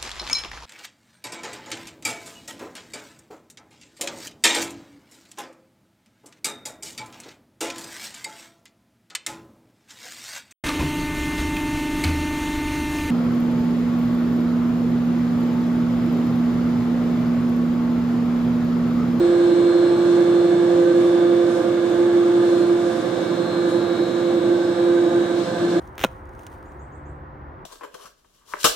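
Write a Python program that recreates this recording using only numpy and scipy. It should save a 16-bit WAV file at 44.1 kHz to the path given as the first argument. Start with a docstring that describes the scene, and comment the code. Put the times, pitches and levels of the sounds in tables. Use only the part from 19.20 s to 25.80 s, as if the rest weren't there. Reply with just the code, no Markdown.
"""A throbbing gear hum, loudest at the octave of its mesh rate: the steady drive of a lift bridge over a river,
heard from the approach span. Tooth errors repeat every turn as rumble and drones; panels grind and sing.
The inverter whistles around 4, 8 and 12 kHz as sidebands of its carrier; bearings and motor slots add thin whines.
Behind them, shaped noise makes rushing cooling air, swells of soft hiss and a breeze that dies down early."""
import sys
import numpy as np
from scipy import signal
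from scipy.fft import rfft, irfft
from scipy.io import wavfile

SR = 44100
rng = np.random.default_rng(int(sys.argv[2]) if len(sys.argv) > 2 else 0)


def dump(signal):
    """Clip the signal to [-1, 1] and save it as 16-bit WAV at the path in sys.argv[1]."""
    limited = np.clip(np.atleast_2d(signal).T, -1, 1)
    pcm = np.round(limited * 32767).astype(np.int16)
    wavfile.write(sys.argv[1], SR, pcm)


N = 291060
T = np.arange(N) / SR  # s
BINS = np.maximum(np.arange(N // 2 + 1) * SR / N, 1)  # Hz
TOP_HZ = 15200

# In every table, pan is left minus right, and density is noise level per Hz.

# light breeze on the microphones, before the gust: [f/Hz, density/dB, pan/dB]
BREEZE = [(20, -89, 7), (45, -79, 5.5), (70, -77.5, 4), (101, -81.5, -1.5), (150, -92, -4.5),
          (400, -130, 4)]
GUST_DB, GUST_FALL_S = 15, 0.41  # lift at the start, and its decay time
# cooling air and open air: [f/Hz, density/dB, pan/dB]
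AIR = [(50, -86, 1), (94, -76, 1.5), (150, -68.5, -1.5), (234, -55.5, -2.5), (400, -58.5, -5.5),
       (606, -61.5, -0.5), (730, -61.5, -17.5), (935, -68.5, -6), (1090, -69, 1.5), (1320, -72.5, -3.5),
       (1650, -70, -2.5), (1790, -75.5, -0.5), (1930, -74.5, 0.5), (2570, -80, 3), (3260, -76.5, 2.5),
       (3830, -79.5, -1), (4680, -86.5, 3.5), (7300, -88.5, 9), (8600, -91.5, 0.5), (12400, -103, -0.5),
       (15500, -102, 0.5)]
# resonances of the machine housing: [f/Hz, half width/Hz, density/dB, pan/dB]
HOUSING = [(5160, 360, -83, 3.5), (6680, 450, -85.5, 13)]
# swells of soft hiss: [t/s, rise/s, fall/s, level on top of the colour/dB, brightness/dB per octave]
SWISHES = [(.93, 0.094, 0.089, -9, -3.5), (1.85, 0.1, 0.1, -11, 10), (2.35, 0.09, 0.1, -8.5, 8),
           (2.72, .07, 0.09, -13, 10), (3.27, 0.06, 0.07, -8, 7), (3.42, 0.06, 0.07, -11, 11),
           (3.68, 0.13, 0.36, -7.5, 6), (4.5, 0.045, 0.1, -9.5, 12), (6.21, 0.12, 0.17, -7, -1.5),
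           (6.53, 0.12, 0.13, -7.5, -2)]
# colour shared by the swells: [f/Hz, density/dB, pan/dB]
SWISH_COLOUR = [(1500, -100, -11.5), (3280, -71.5, 7.5), (5300, -75, 7.5), (7000, -78.5, 15.5),
                (9000, -84.5, -2.5), (10400, -86.5, -1), (12000, -104, 1), (15500, -111, -7)]

CARRIER_HZ, SUPPLY_HZ = 4000, 47.15
# weak clusters round carrier multiples 1, 2, 3: [line level/dB, half width/Hz, pan/dB, fizz density/dB]
SIDEBANDS = [(-73, 200, 2, -82), (-70, 280, 2.5, -90.5), (-82.5, 240, 2.5, -94)]
SIDEBAND_FOLLOW = .45  # share of the whistle pair's swell, in dB, that the clusters follow
# whistle three supply steps below the carrier: [t/s, level/dB, pan/dB]
WHISTLE_LOW = [(0.02, -53, 7.5), (0.93, -56, -8), (1.34, -66, -1), (1.61, -54, 4.5), (2.02, -63.5, -5),
               (2.18, -64, 0), (2.78, -58, -1), (2.97, -65, -4), (3.09, -64, -4), (3.37, -52.5, 14),
               (3.51, -57, 10), (4.05, -48, 13), (4.21, -53, 14), (4.62, -45, 4), (5.31, -49, 16),
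               (6.08, -46, 12), (6.36, -57, 4), (6.58, -56, 13)]
# whistle three supply steps above the carrier: [t/s, level/dB, pan/dB]
WHISTLE_HIGH = [(0.02, -51, 11), (0.5, -44.5, 16.5), (0.75, -48, 6), (1.05, -51, 2), (1.19, -50, 10),
                (1.45, -54.5, 3), (1.71, -52, 6), (2.0, -63.5, -3), (2.12, -62, 1.5), (2.23, -64, 1),
                (2.35, -59.5, 12), (3.11, -60, 21), (3.24, -49, 14), (3.43, -45.5, 14), (3.56, -57.5, 1),
                (3.99, -53.5, 4), (4.32, -43, 7), (4.49, -46, 12), (4.85, -46, 6), (5.18, -53.5, -5),
                (5.64, -50.5, 12), (5.78, -59, 7), (6.08, -52, 16), (6.58, -48.5, 9)]
# thin pair of whistles either side of twice the carrier: [t/s, level/dB]
WHISTLE_PAIR = [(0.02, -58.5), (0.33, -60.5), (1.57, -62), (1.9, -65), (2.23, -68), (3.39, -63.5),
                (4.05, -65.5), (4.37, -62), (4.81, -66.5), (5.03, -65), (5.87, -60.5), (6.58, -61)]
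# other inverter tones: [carrier multiple, supply multiple, level/dB, pan/dB]
SWITCHING = [(1, -5, -64, -1), (1, -1, -61.5, 4), (1, 0, -60, 4), (1, 1, -63.5, -1), (1, 2, -61, 3),
             (1, 5, -66.5, -3), (1, 6, -67, 4), (1, 9, -63.5, 13), (2, -6, -70, 10), (2, 6, -70.5, 6),
             (3, -2, -76, -2), (3, 2, -78, -1)]

# bearing whines: [f/Hz, level/dB, pan/dB]
BEARINGS = [(842, -55, -5), (1114, -49.5, -2), (1131, -55, 8), (1183, -48.5, -2), (2172, -56, 8),
            (2273, -58, -8), (2360, -63.5, 6)]
# motor slot tones: [f/Hz, level/dB, pan/dB]
SLOTS = [(2697, -63, 1), (2771, -66, 5), (2896, -65, 6), (3257, -67, 5), (3350, -61, 7), (3391, -67, 5),
         (3490, -52.5, 8), (3560, -67, 8), (3632, -52, -5), (4315, -66, 10), (4369, -66, 3),
         (4510, -64.5, 7), (4650, -66, 4)]

# panels that the gear sets grinding, before the lift: [f/Hz, half width/Hz, density/dB, pan/dB]
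PANELS = [(994, 23, -67, -0.5), (1021, 14, -65, 3.5), (1208, 46, -66.5, -5.5), (1390, 38, -67, 1),
          (1524, 54, -68, -10.5), (1641, 55, -66, -12), (1736, 20, -66, -16)]
# lift of the grinding, which eases off and then grows late on: [t/s, lift/dB]
GRIND_LIFT = [(0, 1.5), (4.9, 1), (5.4, 0), (6.6, 2)]
SURGE_DB, SURGE_RATE = 0.94, 9  # random surges of the grinding: spread, changes a second
# the one panel that sings in rough surges: [t/s, level/dB]
PANEL_SONG = [(0.02, -59), (0.14, -49), (0.56, -45), (0.74, -58), (0.89, -43), (1.06, -53), (1.54, -58),
              (1.65, -40), (1.93, -61), (2.0, -44), (2.15, -55), (2.3, -41.5), (2.66, -54), (2.74, -41),
              (2.98, -51), (3.58, -49), (3.95, -46.5), (4.41, -48), (4.49, -50), (4.84, -62), (5.2, -47),
              (5.3, -41), (5.4, -38.5), (5.56, -51), (5.84, -40), (5.91, -46), (5.99, -44), (6.1, -39),
              (6.18, -57), (6.3, -43), (6.45, -41.5), (6.56, -51)]
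PANEL_HZ = 1552

TEETH, MATE_TEETH, MESH_HZ = 30, 40, 173.07
# steelwork under the gear: [f/Hz, density/dB]
STEELWORK = [(60, -95.5), (100, -68.5), (130, -61), (160, -64), (200, -60), (250, -59.5), (290, -56),
             (320, -44.5), (350, -48.5), (400, -60), (530, -57), (700, -63.5), (1200, -95), (2500, -100)]
# girder resonances on top of the steelwork: [f/Hz, half width/Hz, lift/dB]
GIRDERS = [(131, 2, 6), (223, 3, 7), (320, 4, 4), (540, 10, 4)]
# low drones of the wheel's tooth errors: [cycles a turn, level/dB]
DRONES = [(14, -63), (18, -58), (20, -52.5), (22, -48), (24, -48.5), (26, -49.5), (28, -50), (34, -42.5),
          (36, -47.5), (38, -48.5), (40, -48), (48, -43), (50, -47)]
DRONE_WAVER_DB, DRONE_RATE = 1.5, 2.5  # spread, changes a second

# hum's lowest tone, at the mesh rate itself: [t/s, level/dB]
HUM_BASE = [(0, -39), (.5, -44), (1.3, -34), (2.9, -58), (4.2, -36.5), (5.6, -48), (6.6, -31.5)]
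# hum's loud octave, which swells, sinks and beats: [t/s, level/dB, pan/dB]
HUM_OCTAVE = [(0.02, -14, -3), (0.5, -14.5, -3.5), (0.79, -15.5, -3), (0.93, -14.0, -3.5),
              (1.37, -15, -3.5), (1.79, -14, -2.5), (2.22, -15.5, -4), (2.43, -20, -6), (2.56, -17.5, -5),
              (2.76, -19, -6), (2.8, -14.5, -3), (3.33, -15.0, -2.5), (3.47, -17, -5), (3.52, -13, -3),
              (3.57, -17.5, -3), (3.7, -20, -6), (3.73, -24, -10), (3.77, -20, -8), (3.82, -29, -15),
              (3.89, -24, -15), (4.04, -23.5, -10), (4.08, -28, -16), (4.12, -19, -5), (4.17, -29, -12),
              (4.2, -19.5, -7), (4.27, -25.5, -11), (4.31, -23, -7), (4.35, -27, -6), (4.39, -17.5, -5),
              (4.43, -21, -6), (4.46, -18, -4), (4.52, -21.5, -6), (4.55, -17, -5), (4.68, -22, -7),
              (4.74, -18.5, -6), (4.78, -26, -11), (4.81, -16, -3), (4.87, -25, -6), (4.94, -22.5, -11),
              (4.97, -18, -5), (5.01, -20.5, -6), (5.16, -17, -4), (5.22, -20, -6), (5.32, -14.5, -3),
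              (5.35, -17.5, -4), (5.51, -19.5, -3.5), (5.56, -26.0, -6), (5.62, -15, -3), (5.87, -16, -3),
              (5.93, -20.5, -4), (5.97, -14, -2), (6.07, -22.5, -6), (6.17, -19.5, -4), (6.23, -21.5, -9),
              (6.26, -35, -9), (6.45, -18.5, 3), (6.52, -21.5, -1), (6.58, -16.5, -1)]
# hum's twelfth, at three times the mesh rate: [t/s, level/dB]
HUM_TWELFTH = [(0.02, -30), (0.16, -27.5), (0.32, -32), (0.46, -30), (0.69, -28.0), (0.77, -38.5),
               (1.04, -28.5), (1.36, -31.5), (1.41, -37), (1.44, -28), (1.64, -22.5), (1.99, -31),
               (2.04, -26), (2.34, -28.5), (2.39, -25.0), (2.66, -32), (2.81, -28.5), (2.9, -33),
               (2.99, -32.5), (3.13, -34), (3.18, -45), (3.21, -31), (3.33, -30), (3.47, -33),
               (3.53, -46.5), (3.71, -28), (3.82, -32.5), (3.98, -28), (4.13, -36.5), (4.18, -26.5),
               (4.25, -32.5), (4.57, -28), (4.66, -36.5), (4.71, -27.5), (4.77, -43), (4.83, -28),
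               (4.97, -35.5), (5.01, -27.5), (5.26, -29), (5.42, -34), (5.46, -29.5), (5.79, -26.5),
               (5.84, -40), (5.88, -28), (6.17, -34), (6.32, -28.5), (6.47, -45), (6.58, -29)]
# hum's double octave, at four times the mesh rate: [t/s, level/dB]
HUM_DOUBLE = [(0.02, -42), (0.27, -48), (0.38, -55.5), (0.63, -42.5), (0.77, -42.5), (1.01, -44),
              (1.34, -35.5), (1.56, -45), (1.77, -56.5), (2.04, -29), (2.24, -43), (2.38, -36.5),
              (2.62, -50), (2.75, -33), (2.82, -50), (3.07, -38), (3.19, -43.5), (3.79, -34.5), (3.93, -51),
              (4.4, -44.5), (5.08, -44.5), (5.48, -40), (5.65, -40), (6.58, -35)]
# weaker mesh overtones: [multiple of the mesh rate, level/dB, pan/dB]
OVERTONES = [(5, -45.5, -7), (6, -51, 1), (7, -46.5, 0), (8, -56, -2), (10, -53.5, -10)]
# a faint, rough, randomly fluttering layer at the octave's pitch, well below it
FLUTTER_DB, FLUTTER_RATE = -42.5, 20  # level before the throb, changes a second
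THROB_DEPTH, THROB_UNEVEN = 0.5, 0.35  # shares
THROB_AT_S, THROB_DEEPENS = .0104, .2  # first drop of load; dB deeper for each dB the octave sinks


def undb(db):
    """Decibels to gain."""
    return 10 ** (np.asarray(db) / 20)


def ears(pan_db):
    """Pans with a column of left and right gains whose total power stays equal."""
    gains = undb(np.array([[.5], [-.5]]) * pan_db)
    return gains / np.sqrt(np.mean(gains ** 2, axis=0))


def curves(table):
    """Draws automation from a time table: each column as one value a sample."""
    s, *columns = np.transpose(table)
    return [np.interp(T, s, c) for c in columns]


def spectra(table):
    """Draws EQ curves from a frequency table, straight on a log axis: one value a bin."""
    hz, *columns = np.transpose(table)
    return [np.interp(np.log(BINS), np.log(hz), c) for c in columns]


def walk(rate):
    """Smooth random modulation of spread about 1 that changes about rate times a second."""
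    points = signal.resample_poly(rng.standard_normal(400), 8, 1)
    return np.interp(T * rate * 8, np.arange(len(points)), points)


def colour(white, gain):
    """Shapes white sound of rms 1 to a gain per root Hz."""
    return irfft(rfft(white) * gain * np.sqrt(SR / 2), N)


def stereo_noise(alike_hz):
    """White noise that is much the same in both ears below alike_hz and widens above it."""
    mid, side = rfft(rng.standard_normal((2, N)))
    alike = np.clip(0.18 + 0.69 / (1 + (BINS / alike_hz) ** 2), 0, 1)
    shared = mid * np.sqrt((1 + alike) / 2)
    opposed = np.array([[1], [-1]]) * side * np.sqrt((1 - alike) / 2)
    return irfft(shared + opposed, N)


def resonances(modes, flicker_db):
    """Noise ringing in a few broad modes, each flickering on its own."""
    out = 0
    for hz, width_hz, db, pan_db in modes:
        peak = undb(db) / (1 + ((BINS - hz) / width_hz) ** 2)
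        ringing = colour(stereo_noise(alike_hz=1600), peak * ears(pan_db))
        out = out + ringing * undb(flicker_db * walk(6))
    return out


def tone(turns, db, pan_db, scatter, rate, apart):
    """A line heard directly and by shifting paths off the steel, so it fades a little differently in each ear."""
    angle = 2 * np.pi * ((turns + rng.random()) % 1)
    cos, sin = np.cos(angle), np.sin(angle)
    shared, left, right = (walk(rate) * cos + walk(rate) * sin for _ in range(3))
    paths = cos + scatter * shared + scatter * apart * np.array([left, right])
    # keep the rms at db however strong the scattered paths are
    level = np.sqrt(2 / (1 + 2 * scatter ** 2 * (1 + apart ** 2))) * undb(db)
    return level * ears(pan_db) * paths


def thin_lines(rows, apart_turns):
    """Pure, steady tones from rows of f/Hz, level/dB, pan/dB; the ears' phases differ by up to apart_turns."""
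    hz, db, pan_db = np.transpose(rows)
    shared, own = rng.random((len(hz), 2)).T
    turns = shared + np.array([[1], [-1]]) * apart_turns * (own - .5)
    places = np.round(hz * N / SR).astype(int)
    spectrum = np.zeros((2, len(BINS)), complex)
    spectrum[:, places] = undb(db) * ears(pan_db) * np.exp(2j * np.pi * turns)
    return irfft(spectrum, N) * N / np.sqrt(2)


def late_left(sound, lag_s):
    """Delays the left ear by lag_s, to whole samples, or advances it if that is negative."""
    samples = np.arange(N)
    return np.array([np.interp(samples - np.round(lag_s * SR), samples, sound[0]), sound[1]])


def breeze():
    """A faint, gusting low flutter that differs between the two microphones."""
    db, pan_db = spectra(BREEZE)
    gust_db = GUST_DB * np.exp(-T / GUST_FALL_S) + 2.0 * walk(6.5)
    return colour(stereo_noise(alike_hz=90), undb(db) * ears(pan_db)) * undb(gust_db)


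def air():
    """Cooling air rushes through the machine house and rings its walls."""
    db, pan_db = spectra(AIR)
    rush = colour(stereo_noise(alike_hz=1260), undb(db) * ears(pan_db)) * undb(.5 * walk(18))
    return rush + resonances(HOUSING, flicker_db=1.5)


def swishes():
    """Soft, slightly grainy hiss swells and dies away, each time with its own brightness."""
    colour_db, pan_db = spectra(SWISH_COLOUR)
    hiss = stereo_noise(alike_hz=1500)
    octaves = np.log2(np.maximum(BINS, 3000) / 6500)  # the tilt pivots at 6500 Hz
    out = 0
    for s, rise, fall, db, tilt_db in SWISHES:
        swell = np.exp(-np.abs((T - s) / np.where(T < s, rise, fall)) ** 1.4)
        gain = undb(db + colour_db + tilt_db * octaves) * ears(pan_db)
        out = out + swell * colour(hiss, gain)
    grain_db = 1.2 * walk(50) + 1.2 * walk(16)
    return out * undb(grain_db)


def sidebands():
    """Switching sets a flat-topped cluster of weak lines and a little fizz round each carrier multiple."""
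    comb, fizz = np.zeros((2, len(BINS)), complex), 0
    steps = np.arange(-12, 13)
    whistle_steps = (3, 2, 2)  # left empty round each multiple, for stronger tones
    for m, (db, width_hz, pan_db, fizz_db) in enumerate(SIDEBANDS, 1):
        distance = (BINS - m * CARRIER_HZ) / width_hz
        cluster = ears(pan_db) * np.exp(-.5 * distance ** 4)
        offsets = SUPPLY_HZ * steps[np.abs(steps) != whistle_steps[m - 1]]
        places = np.round((m * CARRIER_HZ + offsets) * N / SR).astype(int)
        sizes = undb(db + 1.3 * rng.standard_normal((2, len(offsets)))) * cluster[:, places]
        comb[:, places] = sizes * np.exp(2j * np.pi * rng.random(sizes.shape))
        fizz = fizz + undb(fizz_db) * cluster
    pair_db, = curves(WHISTLE_PAIR)
    swell_db = SIDEBAND_FOLLOW * (pair_db - pair_db.mean()) + .8 * walk(3.5)
    lines = irfft(comb, N) * N / np.sqrt(2) * undb(swell_db)
    return lines + colour(rng.standard_normal((2, N)), fizz)


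def inverter():
    """Switching makes the motor's iron sing round the carrier's multiples, spaced by the supply rate."""
    out = 0
    for k, whistle in ((-3, WHISTLE_LOW), (3, WHISTLE_HIGH)):
        db, pan_db = curves(whistle)
        out = out + tone((CARRIER_HZ + k * SUPPLY_HZ) * T, db, pan_db, scatter=.06, rate=10, apart=1.5)
    pair_db, = curves(WHISTLE_PAIR)
    for k in (-2, 2):
        out = out + tone((2 * CARRIER_HZ + k * SUPPLY_HZ) * T, pair_db, 9.9, scatter=0.091, rate=5, apart=1.4)
    rows = [(m * CARRIER_HZ + k * SUPPLY_HZ, db, pan_db) for m, k, db, pan_db in SWITCHING]
    return out + thin_lines(rows, apart_turns=0.77) * undb(0.91 * walk(2.2))


def whines():
    """Bearings sing thin, wavering lines; the motor's slot tones above them hold steadier."""
    bearings = sum(tone(hz * T, db, pan_db, scatter=.4, rate=7, apart=0.72) for hz, db, pan_db in BEARINGS)
    slots = thin_lines(SLOTS, apart_turns=.2) * undb(1.0 * walk(4))
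    return bearings + slots


def grind():
    """Sliding teeth make the panels grind in small random surges; one panel swells into a rough song."""
    lift_db, = curves(GRIND_LIFT)
    song_db, = curves(PANEL_SONG)
    song = tone(PANEL_HZ * T, song_db, -9.5, scatter=.95, rate=48, apart=.6)
    surge_db = SURGE_DB * walk(SURGE_RATE)
    return song + resonances(PANELS, flicker_db=1.0) * undb(lift_db + surge_db)


def each_turn(turns, top_hz, odd_db):
    """A random pattern round the wheel, rms 1; an oval wheel makes its two halves much alike."""
    orders = np.arange(int(top_hz * T[-1] / turns[-1]))  # cycles a turn
    sizes_db = 2.5 * rng.standard_normal(4096)[orders] + odd_db * (orders % 2)
    sizes = undb(sizes_db) * (orders > 0)
    pattern = irfft(sizes * np.exp(2j * np.pi * rng.random(4096)[orders]), 32768)
    return np.interp(turns % 1, np.linspace(0, 1, len(pattern)), pattern / pattern.std())


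def rumble(mesh):
    """Each wheel's tooth errors shake the steelwork alike on every turn: two interleaved combs of low lines."""
    top_hz = 2500
    wheel = each_turn(mesh / TEETH, top_hz, odd_db=-7.5)
    mate = each_turn(mesh / MATE_TEETH, top_hz, odd_db=-3.0)
    steel_db, = spectra(STEELWORK)
    steel_db = steel_db + sum(db / (1 + ((BINS - hz) / width_hz) ** 2) for hz, width_hz, db in GIRDERS)
    shake = (wheel + mate) * np.sqrt(top_hz / SR) * undb(1.0 * walk(6.5))
    pan_db = np.interp(BINS, [120, 450], [-.5, -4.5])
    return colour(shake, undb(steel_db) * ears(pan_db))


def drones(mesh):
    """The oval wheel's strongest tooth errors sound as clean, slowly wavering low lines."""
    out = 0
    for order, db in DRONES:
        level = undb(db + DRONE_WAVER_DB * walk(DRONE_RATE))
        out = out + level * np.cos(2 * np.pi * (order * mesh / TEETH + rng.random()))
    return np.sqrt(2) * out * ears(-1.5)


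def gear(mesh):
    """Teeth hum at the mesh rate; twice a turn the load drops, the wheel skips ahead and the teeth bite again."""
    base_db, = curves(HUM_BASE)
    octave_db, octave_pan_db = curves(HUM_OCTAVE)
    twelfth_db, = curves(HUM_TWELFTH)
    double_db, = curves(HUM_DOUBLE)

    half_turn = (2 * (mesh - THROB_AT_S * MESH_HZ) / TEETH) % 1
    bite = (1 - np.exp(-(half_turn / .3) ** 2)) * (1 - half_turn)
    throb = THROB_DEPTH * (bite - bite.mean()) * (1 + THROB_UNEVEN * walk(11.0))
    skip = .035 * (1 - np.exp(-half_turn / .15)) * (1 - half_turn)  # in mesh cycles
    turns = mesh + skip

    octave = tone(2 * turns, octave_db, octave_pan_db, scatter=0.025, rate=45, apart=2.7)
    flutter = tone(2 * turns, FLUTTER_DB, -7.5, scatter=5.7, rate=FLUTTER_RATE, apart=0.56)
    others = tone(turns, base_db, -0.92, scatter=0.12, rate=4.2, apart=0.18)
    others = others + tone(3 * turns, twelfth_db, -6.0, scatter=0.057, rate=12, apart=0.62)
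    others = others + tone(4 * turns, double_db, -8.5, scatter=0.17, rate=12, apart=0.97)
    for k, db, pan_db in OVERTONES:
        others = others + tone(k * mesh, db, pan_db, scatter=0.55, rate=7, apart=0.56)

    # the octave throbs harder where it is low
    deeper = undb(THROB_DEEPENS * (octave_db.max() - octave_db))
    return octave * (1 + deeper * throb) + (flutter + others) * (1 + throb)


def scene():
    """The drive holds its speed closely; its hum comes from a little to the right, the hiss from the left."""
    mesh_hz = MESH_HZ + 0.1353 * walk(1.999)
    mesh = np.cumsum(mesh_hz) / SR  # teeth met so far
    hiss = late_left(air() + swishes(), lag_s=-.00005)
    hum = late_left(rumble(mesh) + drones(mesh) + gear(mesh), lag_s=0.00021)
    return breeze() + hiss + sidebands() + inverter() + whines() + grind() + hum


def record(dry):
    """Eases the sound in and out over 4 ms, and cuts the top steeply above TOP_HZ."""
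    eased = dry * np.minimum(np.minimum(T, T[-1] - T) / .004, 1)
    top_cut = signal.ellip(10, .2, 80, TOP_HZ, fs=SR, output="sos")
    return signal.sosfilt(top_cut, eased)


dry = scene()
out = record(dry)
dump(out)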